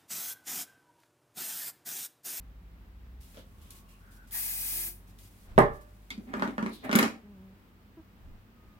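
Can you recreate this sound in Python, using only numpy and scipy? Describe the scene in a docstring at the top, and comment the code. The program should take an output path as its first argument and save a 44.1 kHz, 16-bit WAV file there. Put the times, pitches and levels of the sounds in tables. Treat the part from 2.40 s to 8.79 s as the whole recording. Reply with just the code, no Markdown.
"""Hairspray and a wooden brush

Hair is styled in a small room, close to a phone on a shelf. Friction between strands makes it rustle,
and the turbulent jet of a spray can hisses once. The can is set down hard, exciting the shelf's modes;
then a wooden brush is dragged off with a scrape and a clatter. Engines drone faintly outside."""
import sys
import numpy as np
from scipy import signal
from scipy.fft import rfft, irfft, next_fast_len
from scipy.io import wavfile

SR = 44100
rng = np.random.default_rng(int(sys.argv[2]) if len(sys.argv) > 2 else 0)


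def wav_out(sig):
    """Save sig, one row per channel (or a flat mono array), as 16-bit PCM at SR to the path in sys.argv[1]."""
    wavfile.write(sys.argv[1], SR, np.round(np.clip(np.atleast_2d(sig).T, -1, 1) * 32767).astype(np.int16))


N = 281955
T = np.arange(N) / SR
RESPONSE_T = T[:SR // 2]  # time axis of an impulse response
PORT_LAG_S = .00042  # travel time between the phone's two microphone ports


# spectrum of the jet: frequency_hz, gain_db
JET_SPECTRUM = [(500, -24), (800, -17.5), (1280, -20), (1790, -11.5), (2500, -8), (2900, -13.5),
                (4000, -11.5), (5300, -9), (7600, -10), (9900, 0), (14200, 0), (16500, -8)]

def spray(level_db=-33.5, pan_db=2, wave_hz=3.03, wave_db=1.06, nearest_s=1.997, spurt_s=1.95):
    """Turbulence: a jet radiates broadband hiss, opening with a lower, wetter spurt of liquid."""
    jet = unit(ports(rng.standard_normal(N), bearing=-.33, pan_db=0)) + diffuse(N)
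    hiss = wall_echo(colour(jet, JET_SPECTRUM)) * undb([[pan_db / 2], [-pan_db / 2]])
    valve = gesture(1.902, length_s=.57, attack_s=.054, release_s=.034)
    # the hand waves the jet towards the phone and away
    aim_db = wave_db * np.cos(2 * np.pi * wave_hz * (T - nearest_s))
    spurt_spectrum = [(600, -11), (850, 5), (1250, -8.5), (1900, 8.5), (2600, -35), (3200, -30)]
    spurt = unit(colour(diffuse(N), spurt_spectrum))
    spurt_envelope = np.exp(-np.maximum((spurt_s - T) / .018, (T - spurt_s) / .075))
    flutter_db = .35 * walk(120)
    return hiss * valve * undb(level_db + aim_db + flutter_db) + undb(-48) * spurt * spurt_envelope


# the can lands, then its rim settles: start_s, relative_level_db
CAN_IMPACTS = [(3.1793, 2), (3.1859, -5.5), (3.1926, -12)]
# spectrum of the thud: frequency_hz, gain_db
THUD_SPECTRUM = [(30, -15.5), (60, -12), (120, -4.5), (234, -4), (280, -11.5), (400, 2), (532, -9),
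                 (600, -0.5), (790, -11.5), (1150, -7), (1470, -18.5), (1740, -12), (2100, -18),
                 (2500, -32), (3400, -36), (4500, -45), (16000, -70)]
# modes of the shelf: frequency_hz, relative_level_db, t60_s
SHELF_MODES = [(120.4, -13, 0.42), (148, -13, .3), (239.8, -11, 0.28), (383, -7.5, 0.3), (408, -12, .25),
               (455, -5.5, .28), (574, -2, 0.29), (598, -28.5, .9), (641, -7.5, .2), (708, -2.5, 0.09),
               (745.5, -7, 0.22), (808, -3, 0.29), (916, -12.5, .22), (873, -8, .2), (987, -3.5, 0.19),
               (1165, -10, 0.41), (1248, -5, 0.12), (1340, -18.5, 0.1), (1527, -6.5, .17),
               (1745, -16.5, 0.44)]
# modes of the can's thin wall: frequency_hz, relative_level_db, t60_s
CAN_MODES = [(2160, 13.5, 0.084), (2560, -13, .08), (3380, 8, 0.039), (3640, 5, 0.058), (3970, 0, 0.056),
             (4680, -6, 0.27), (6030, 0, 0.034), (7500, -2, 0.046)]

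def can(landing_db=-12.5, let_go_s=3.7045, clink_db=-39):
    """Impact excitation: the can thuds and rings the shelf's modes; its wall clinks as it is let go."""
    path = room(wet_db=4, t60_s=.26, bearing=.8, pan_db=-3.5) + undb(-25) * room(wet_db=19, t60_s=.56)
    thud = unit_hit(colour(path, THUD_SPECTRUM)) * undb([[-.7], [.7]])
    shelf_ring = unit_hit(ports(modes(SHELF_MODES), bearing=.8, pan_db=-4.5))
    start_s, impact_db = np.transpose(CAN_IMPACTS)
    landing = through(blows(start_s, impact_db), thud) + through(blows(start_s[:1], [0]), shelf_ring)
    clink = unit_hit(ports(modes(CAN_MODES), bearing=.68, pan_db=-1.5))
    reverb_spectrum = [(300, -26), (1000, -2.5), (1800, -8), (2300, 5),
                       (2900, -5.5), (3500, 3.5), (5000, -9)]
    clink += undb(-5) * unit_hit(colour(room(wet_db=14, t60_s=.19), reverb_spectrum))
    return undb(landing_db) * landing + through(blows([let_go_s], [clink_db]), clink)


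# knocks of the brush, levels relative within a column: start_s, click_db, boom_db, wood_db
BRUSH_KNOCKS = [(3.7784, -54.5, -33.5, -71), (3.9348, -60, -45, -44), (3.939, -55, -37, -30.5),
                (3.996, -42, -33, -39), (4.0226, -37, -26.5, -26), (4.047, -76, -28, -53),
                (4.0763, -41.5, -32, -40), (4.181, -54, -28, -31), (4.2, -68, -31, -57),
                (4.2268, -41, -23, -36.5), (4.2619, -37.5, -27.5, -36.5), (4.4939, -49, -27, -31.5),
                (4.5138, -29.5, -52, -35), (4.5285, -23.5, -25, -28), (4.553, -20, -11, -25),
                (4.588, -19, -19, -29.5), (4.5924, -27, -31.5, -26), (4.628, -20.5, -36, -30),
                (4.6499, -34, -38, -32)]
# spectrum of the wooden clack: frequency_hz, gain_db
CLACK_SPECTRUM = [(330, -11), (385, -6.5), (520, -8.5), (595, -4), (720, -15), (815, -9), (980, -5.5),
                  (1160, -6), (1450, -5.5), (1800, -9.5), (2130, -25), (3000, -27), (6000, -36.5)]
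# modes of the handle: frequency_hz, relative_level_db, t60_s
HANDLE_MODES = [(400, 1, 0.103), (585, -0.5, 0.19), (844.6, -3, 0.31), (1136, -6.5, 0.22), (1215, -11, .16),
                (1350, 8, 0.14), (1440, -16, .16), (1555, -5.5, .15), (1795, 5, 0.067), (2050, -2, 0.081),
                (2190, -3.5, 0.062), (2560, -17, 0.047), (3240, -11, 0.11)]
# spectrum of the contact click: frequency_hz, gain_db
CLICK_SPECTRUM = [(1400, -23), (1800, 7), (2150, 13), (2900, 4), (4500, -0.5), (6800, -6), (9000, -8.5),
                  (11500, -13.5), (16000, -23.5)]

def brush_knocks(boom_hz=220, boom_peak_s=.0064):
    """Damped free vibration: each knock clicks, rings the wooden handle and makes the shelf boom."""
    start_s, click_db, boom_db, wood_db = np.transpose(BRUSH_KNOCKS)
    # the board needs about a cycle to reach its full swing
    swing = RESPONSE_T * np.exp(-RESPONSE_T / boom_peak_s) * np.sin(2 * np.pi * boom_hz * RESPONSE_T)
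    reverb_spectrum = [(160, -9.5), (220, 9.5), (310, -1.5), (400, 0), (480, -10)]
    reverb = colour(room(wet_db=23, t60_s=.4), reverb_spectrum)
    boom = unit_hit(ports(swing, bearing=.41, pan_db=-1)) + undb(-7.5) * unit_hit(reverb)
    clack = unit_hit(colour(room(wet_db=0, t60_s=.22, pan_db=-1.5), CLACK_SPECTRUM))
    handle = unit_hit(ports(modes(HANDLE_MODES), bearing=.8, pan_db=-2.5))
    click = unit_hit(colour(room(wet_db=-2, t60_s=.25, bearing=.6, pan_db=5.5), CLICK_SPECTRUM))
    return (undb(-4) * through(blows(start_s, boom_db), boom)
            + undb(-.5) * through(blows(start_s, wood_db, scuff=.64, scuff_s=.0031), clack)
            + undb(-8) * through(blows(start_s, wood_db), handle)
            + undb(-8) * through(blows(start_s, click_db, scuff=1.6, scuff_s=.004), click))


# pulls of the brush along the shelf: start_s, length_s, relative_scrape_db, relative_rumble_db
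BRUSH_PULLS = [(3.685, 0.11, -69, -50), (3.855, 0.056, -52, -44.5), (3.935, 0.17, -48, -37.5),
               (4.193, 0.095, -58, -44), (4.419, 0.058, -40.5, -39.5), (4.516, 0.13, -35.5, -30.5)]
# spectrum of the scrape: frequency_hz, gain_db
SCRAPE_SPECTRUM = [(300, -11), (420, 8), (700, 8.5), (1200, 3), (2200, 1.5), (3000, -11), (4000, -14.5),
                   (6000, -45.5), (15000, -42.5)]

def brush_drag(attack_s=.041):
    """Sliding friction: with each pull the bristles scrape and the shelf rumbles under them."""
    slips = through(grains(spread_db=6), room(wet_db=9, t60_s=.2))
    scrape = unit(colour(slips, SCRAPE_SPECTRUM))
    rumble_spectrum = [(120, -10), (160, -6.5), (220, 6.5), (280, 6.5), (340, -11), (400, -7), (520, -23)]
    rumble = unit(colour(diffuse(N), rumble_spectrum))
    return undb(-1) * sum(undb(scrape_db) * scrape * gesture(start_s, length_s, attack_s, .052)
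                          + undb(rumble_db) * rumble * gesture(start_s, length_s, attack_s, .033)
                          for start_s, length_s, scrape_db, rumble_db in BRUSH_PULLS)


# tufts flick over the shelf's edge: start_s, level_db
TUFT_FLICKS = [(4.527, -38), (4.5528, -20), (4.586, -24.5), (4.628, -36)]

def bristle_flicks():
    """Elastic recoil: as the brush comes free, bent tufts spring back, each with a short bright rasp."""
    envelope = sum(undb(level_db) * gesture(start_s, length_s=.009, attack_s=.002, release_s=.003)
                   for start_s, level_db in TUFT_FLICKS)
    slips = grains(spread_db=3.5) * envelope
    rasp_spectrum = [(1400, -4.5), (1800, 18.5), (2150, 6), (2900, -7), (4500, -6),
                     (6800, -1), (9000, -1.5), (11500, 1), (16000, -3.5)]
    rasp = colour(room(wet_db=-6.5, t60_s=.21), rasp_spectrum)
    return through(slips, np.sqrt(2) * rasp / np.linalg.norm(rasp))


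# finger strokes through the hair: start_s, length_s, relative_level_db
FINGER_STROKES = [(0.799, 0.2, -62), (1.205, .09, -65), (1.298, .012, -52), (1.34, 0.045, -58),
                  (1.478, 0.045, -63), (1.7, 0.07, -65), (1.864, 0.027, -62.5), (2.664, 0.043, -65.5),
                  (2.776, 0.1, -59.5), (2.89, 0.17, -65), (3.324, 0.043, -65), (3.402, .014, -62.5),
                  (3.95, .16, -66.5), (4.322, 0.031, -57), (4.432, 0.013, -56.5)]
# spectrum of the rustle: frequency_hz, gain_db
RUSTLE_SPECTRUM = [(880, -69.5), (1500, -17.5), (1790, -12.5), (1940, -9), (3590, -7.5), (5940, -8),
                   (12400, -6), (16000, -9.5)]
# small snaps of nails, hair and nozzle, and the tick of the can's rim as it lands: start_s, level_db
SNAPS = [(1.306, -52.5), (1.91, -56), (2.788, -62.5), (3.187, -38), (3.7038, -54.5), (4.294, -63)]

def hair(attack_s=.015, release_s=.031, sag_db_per_s=9):
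    """Stick-slip friction: strands crackle finely over a soft hiss, with a few sharper snaps."""
    slips = unit(through(grains(spread_db=7.5), room(wet_db=6.5, t60_s=.25, bearing=0)))
    rustle = unit(colour(slips + undb(1) * diffuse(N), RUSTLE_SPECTRUM))
    snap_spectrum = [(2500, -8.5), (4000, -.5), (6000, -6.5), (10500, -1.5), (16000, -10)]
    snap = unit_hit(colour(room(wet_db=-6.5, t60_s=.18), snap_spectrum))
    snaps = through(blows(*np.transpose(SNAPS), scuff=1.82, scuff_s=.0039), snap)
    effort = undb(-73.5) * gesture(.81, 3.7, attack_s, release_s)  # the hand that holds the hair
    for start_s, length_s, level_db in FINGER_STROKES:
        sag_db = sag_db_per_s * np.maximum(T - start_s, 0)  # a stroke eases as strands come loose
        stroke = undb(level_db - sag_db) * gesture(start_s, length_s, attack_s, release_s)
        effort = np.maximum(effort, stroke)
    return undb(1.5) * wall_echo(rustle) * effort + snaps


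# faint whistly rubs: peak_s, width_s, level_db, centre_hz, bandwidth_hz
SLIDING_CONTACTS = [(0.99, 0.035, -63, 3400, 1600), (1.27, 0.06, -70, 3200, 900),
                    (1.4, 0.22, -70, 1110, 80), (1.53, 0.04, -68, 2700, 400), (1.68, 0.05, -64, 1480, 350),
                    (1.81, 0.04, -61.5, 1510, 170), (4.343, 0.022, -54.5, 3950, 1000),
                    (4.41, 0.05, -60.5, 3650, 1200), (4.345, .028, -63.5, 11000, 2000)]

def rubs():
    """Resonance: each sliding contact sings briefly in one band of its friction noise."""
    noise = diffuse(N)
    return sum(unit(band(noise, centre_hz, bandwidth_hz)) * swells([(peak_s, width_s, level_db)])
               for peak_s, width_s, level_db, centre_hz, bandwidth_hz in SLIDING_CONTACTS)


# arm and sleeve stir the air: peak_s, width_s, level_db
ARM_GUSTS = [(3.1, 0.11, -76), (3.165, 0.005, -41), (3.24, 0.09, -40.5), (5.9, 0.06, -46), (6.3, .1, -64)]
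# hand and blouse brush softly: peak_s, width_s, level_db
CLOTH_SWISHES = [(.97, 0.015, -65), (3.11, .03, -60.5), (5.9, 0.09, -70)]
# light taps of hand and can: start_s, level_db
LIGHT_TAPS = [(.945, -55.5), (.972, -49), (3.162, -58.5), (3.875, -63)]
# spectrum of a tap: frequency_hz, gain_db
TAP_SPECTRUM = [(200, 2.5), (400, -7.5), (580, 4), (800, -12.5), (1600, -8), (3500, -15.5), (7000, -24)]

def arm_movement():
    """Air displacement, friction and impact: arms fan the phone, cloth swishes and the hand taps."""
    air = unit(colour(diffuse(N), [(22, 2.5), (45, -1.5), (90, -8), (200, -21), (400, -30)]))
    cloth = unit(colour(diffuse(N), [(400, -1.5), (700, 3.5), (1600, -3), (3500, -11), (7000, -21)]))
    tap_force = blows(*np.transpose(LIGHT_TAPS), scuff=1)
    tap = unit_hit(colour(room(wet_db=3.5, t60_s=.27), TAP_SPECTRUM))
    return air * swells(ARM_GUSTS) + cloth * swells(CLOTH_SWISHES) + through(tap_force, tap)


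# an engine idling outside: time_s, pitch_hz, level_db
ENGINE_IDLING = [(0, 43.64, -55), (1.5, 43.96, -58), (2.4, 46.02, -50), (3.0, 47.76, -59.5),
                 (3.6, 49.93, -54.5), (4.9, 48.2, -66), (6.39, 50, -62.5)]
# another engine pulling away: time_s, pitch_hz, level_db
ENGINE_LEAVING = [(0, 54, -48.5), (.45, 57.7, -53.5), (.8, 61.9, -46.5), (.92, 66.6, -63.5),
                  (1.25, 73.9, -56.5), (1.6, 84.4, -80)]

def engine(course, overtones_db):
    """Periodic firing: a harmonic drone, heard through the wall, whose pitch follows engine speed."""
    time_s, pitch_hz, level_db = np.transpose(course)
    gain = undb(np.interp(T, time_s, level_db, left=-200, right=-200))
    return tone(np.interp(T, time_s, pitch_hz), overtones_db) * gain


# brief background tones: start_s, length_s, first_hz, last_hz, level_db, slope_db_per_octave
TONE_GLIDES = [(2.308, 0.18, 337, 356, -62.5, -8), (4.817, 0.26, 198, 193.3, -52, -13.5),
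               (5.569, 0.033, 326, 332, -49.5, -14), (6.14, 0.225, 1250, 1225, -73, -33)]

def faint_tones():
    """Harmonic series: each tone swells, glides a little and fades, its overtones on a falling slope."""
    overtone_octaves = np.log2([2, 3, 4, 5])
    sound = np.zeros(N)
    for start_s, length_s, first_hz, last_hz, level_db, slope in TONE_GLIDES:
        pitch_hz = np.interp(T, [start_s, start_s + length_s], [first_hz, last_hz])
        envelope = gesture(start_s, length_s, attack_s=.17 * length_s, release_s=.33 * length_s)
        sound += undb(level_db) * tone(pitch_hz, slope * overtone_octaves, waver=.026) * envelope
    return sound


# spectrum of the quiet room: frequency_hz, gain_db
AMBIENT_SPECTRUM = [(70, -12.5), (105, -11), (135, -24), (200, -14.5), (300, -23.5), (380, -26.5),
                    (600, -32), (1100, -31.5), (1700, -34), (2800, -39), (4500, -45), (6500, -50.5),
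                    (10000, -52.5), (15500, -44.5)]

def room_air(level_db=-58):
    """Ambient noise: a low, diffuse hush whose level wanders slightly."""
    return unit(colour(diffuse(N), AMBIENT_SPECTRUM)) * undb(level_db + .5 * walk(9))


def modes(table):
    """Modal superposition: a struck body rings as decaying sines, neighbours in opposite phase."""
    return sum((-1) ** k * undb(db - 60 * RESPONSE_T / t60_s) * np.sin(2 * np.pi * hz * RESPONSE_T)
               for k, (hz, db, t60_s) in enumerate(table))


def blows(times_s, levels_db, scuff=0, scuff_s=.003):
    """Contact force: one impulse a blow, plus an optional scuff as the surfaces slide."""
    size = len(RESPONSE_T)
    force = np.zeros(N + size)
    for start_s, gain in zip(times_s, undb(levels_db)):
        grit = rng.standard_normal(size) * np.exp(-RESPONSE_T / scuff_s)
        push = (RESPONSE_T == 0) + scuff * grit / np.linalg.norm(grit)
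        start = int(start_s * SR)
        force[start:start + size] += gain * push / np.linalg.norm(push)
    return force[:N]


def grains(spread_db):
    """Heavy-tailed noise: dense tiny slips, a few much larger than the rest."""
    return unit(rng.standard_normal(N) * undb(spread_db * np.minimum(rng.exponential(size=N), 7)))


def tone(pitch_hz, overtones_db, waver=.015, flicker_db=3):
    """Random modulation: the pitch wavers and the overtones come and go."""
    phase = 2 * np.pi * np.cumsum(pitch_hz * (1 + waver * walk(25))) / SR
    overtones = sum(undb(db + flicker_db * walk(2.7)) * np.sin(k * phase)
                    for k, db in enumerate(overtones_db, start=2))
    return np.sqrt(2) * (np.sin(phase) + overtones)


def gesture(start_s, length_s, attack_s, release_s):
    """Amplitude envelope: a smooth attack, a hold until the length is up, an exponential release."""
    rise = np.sin(np.pi / 2 * np.clip((T - start_s) / attack_s, 0, 1)) ** 2
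    return rise * np.exp(-np.maximum(T - start_s - length_s, 0) / release_s)


def swells(table):
    """Gaussian envelopes: one smooth rise and fall a row."""
    return sum(undb(db) * np.exp(-.5 * ((T - peak_s) / width_s) ** 2) for peak_s, width_s, db in table)


def walk(rate_hz):
    """Linear interpolation of random values: a drift with a spread near 1."""
    knots = rng.standard_normal(1024)
    return np.interp(T * rate_hz, np.arange(len(knots)), knots)


def ports(x, bearing, pan_db):
    """Time and level difference: positive bearing delays the left port, positive pan favours it."""
    samples = np.arange(len(x))
    delayed = np.interp(samples - round(bearing * PORT_LAG_S * SR), samples, x, left=0)
    return np.array([delayed * undb(pan_db / 2), x * undb(-pan_db / 2)])


def diffuse(size):
    """Diffuse field: noise from all sides is coherent at the two ports only at low frequencies."""
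    mid, side = rfft(rng.standard_normal((2, size)))
    coherence = .88 * np.sinc(2 * np.fft.rfftfreq(size, 1 / SR) * PORT_LAG_S)
    mid, side = mid * np.sqrt(1 + coherence), side * np.sqrt(1 - coherence)
    return unit(irfft(np.array([mid + side, mid - side]), size))


def room(wet_db, t60_s, bearing=.7, pan_db=0):
    """Reverberation: a direct impulse, then reflections that build up and die away."""
    direct = ports(1. * (RESPONSE_T == 0), bearing, pan_db)
    build_up = 1 - np.exp(-(RESPONSE_T / .004) ** 2)
    tail = diffuse(len(RESPONSE_T)) * undb(-60 * RESPONSE_T / t60_s) * build_up
    return unit_hit(unit_hit(direct) + undb(wet_db) * unit_hit(tail))


def wall_echo(x, lag_s=.0024, echo_db=-8):
    """Comb filtering: one early reflection off the wall ripples the spectrum of a hiss."""
    return unit(x + undb(echo_db) * np.roll(x, round(lag_s * SR), axis=-1))


def colour(x, spectrum):
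    """Minimum-phase filter through (frequency_hz, gain_db) points, falling steeply beyond the ends."""
    hz, db = np.transpose(spectrum)
    size = 2 * next_fast_len(x.shape[-1] // 2 + 2048)
    bins_hz = np.maximum(np.fft.rfftfreq(size, 1 / SR), 1)
    skirts = np.minimum(1, np.minimum(bins_hz / hz[0], hz[-1] / bins_hz)) ** 2
    gain = undb(np.interp(np.log(bins_hz), np.log(hz), db)) * skirts
    cepstrum = irfft(np.log(gain + 1e-6))
    # folding the cepstrum onto positive time makes the filter causal
    cepstrum[1:size // 2] *= 2
    cepstrum[size // 2 + 1:] = 0
    return irfft(rfft(x, size) * np.exp(rfft(cepstrum)))[..., :x.shape[-1]]


def band(x, centre_hz, bandwidth_hz):
    """Cascaded resonance: two passes steepen the skirts."""
    b, a = signal.iirpeak(centre_hz, centre_hz / (1.1 * bandwidth_hz), fs=SR)
    return signal.lfilter(b, a, signal.lfilter(b, a, x))


def through(x, response):
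    """Convolution with an impulse response, for both ports."""
    return signal.fftconvolve(np.atleast_2d(x), np.atleast_2d(response), axes=-1)[:, :x.shape[-1]]


def undb(db):
    """Decibels to amplitude ratio."""
    return 10 ** (np.asarray(db) / 20)


def unit(x):
    """Power normalisation to rms 1."""
    return x / np.sqrt(np.mean(x ** 2))


def unit_hit(x):
    """Energy normalisation: a blow carries as much as 20 ms at rms 1."""
    return x / np.sqrt(np.mean(np.sum(x ** 2, axis=-1)) / (SR / 50))


def scene():
    """Superposition: the pressures of all sources add at the two ports."""
    foreground = hair() + spray() + can() + brush_knocks() + brush_drag() + bristle_flicks()
    handling = rubs() + arm_movement()
    air = room_air()
    idling = engine(ENGINE_IDLING, overtones_db=[-11, -19, -15])
    leaving = engine(ENGINE_LEAVING, overtones_db=[-22, -18])
    return foreground + handling + air + idling + leaving + faint_tones()


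def record(dry):
    """Saturation and band limiting: the phone rounds the loudest peak and cuts the top treble."""
    low_pass = signal.ellip(10, .1, 80, 15950, fs=SR, output="sos")
    return signal.sosfilt(low_pass, np.tanh(dry))


dry = scene()
out = record(dry)
wav_out(out)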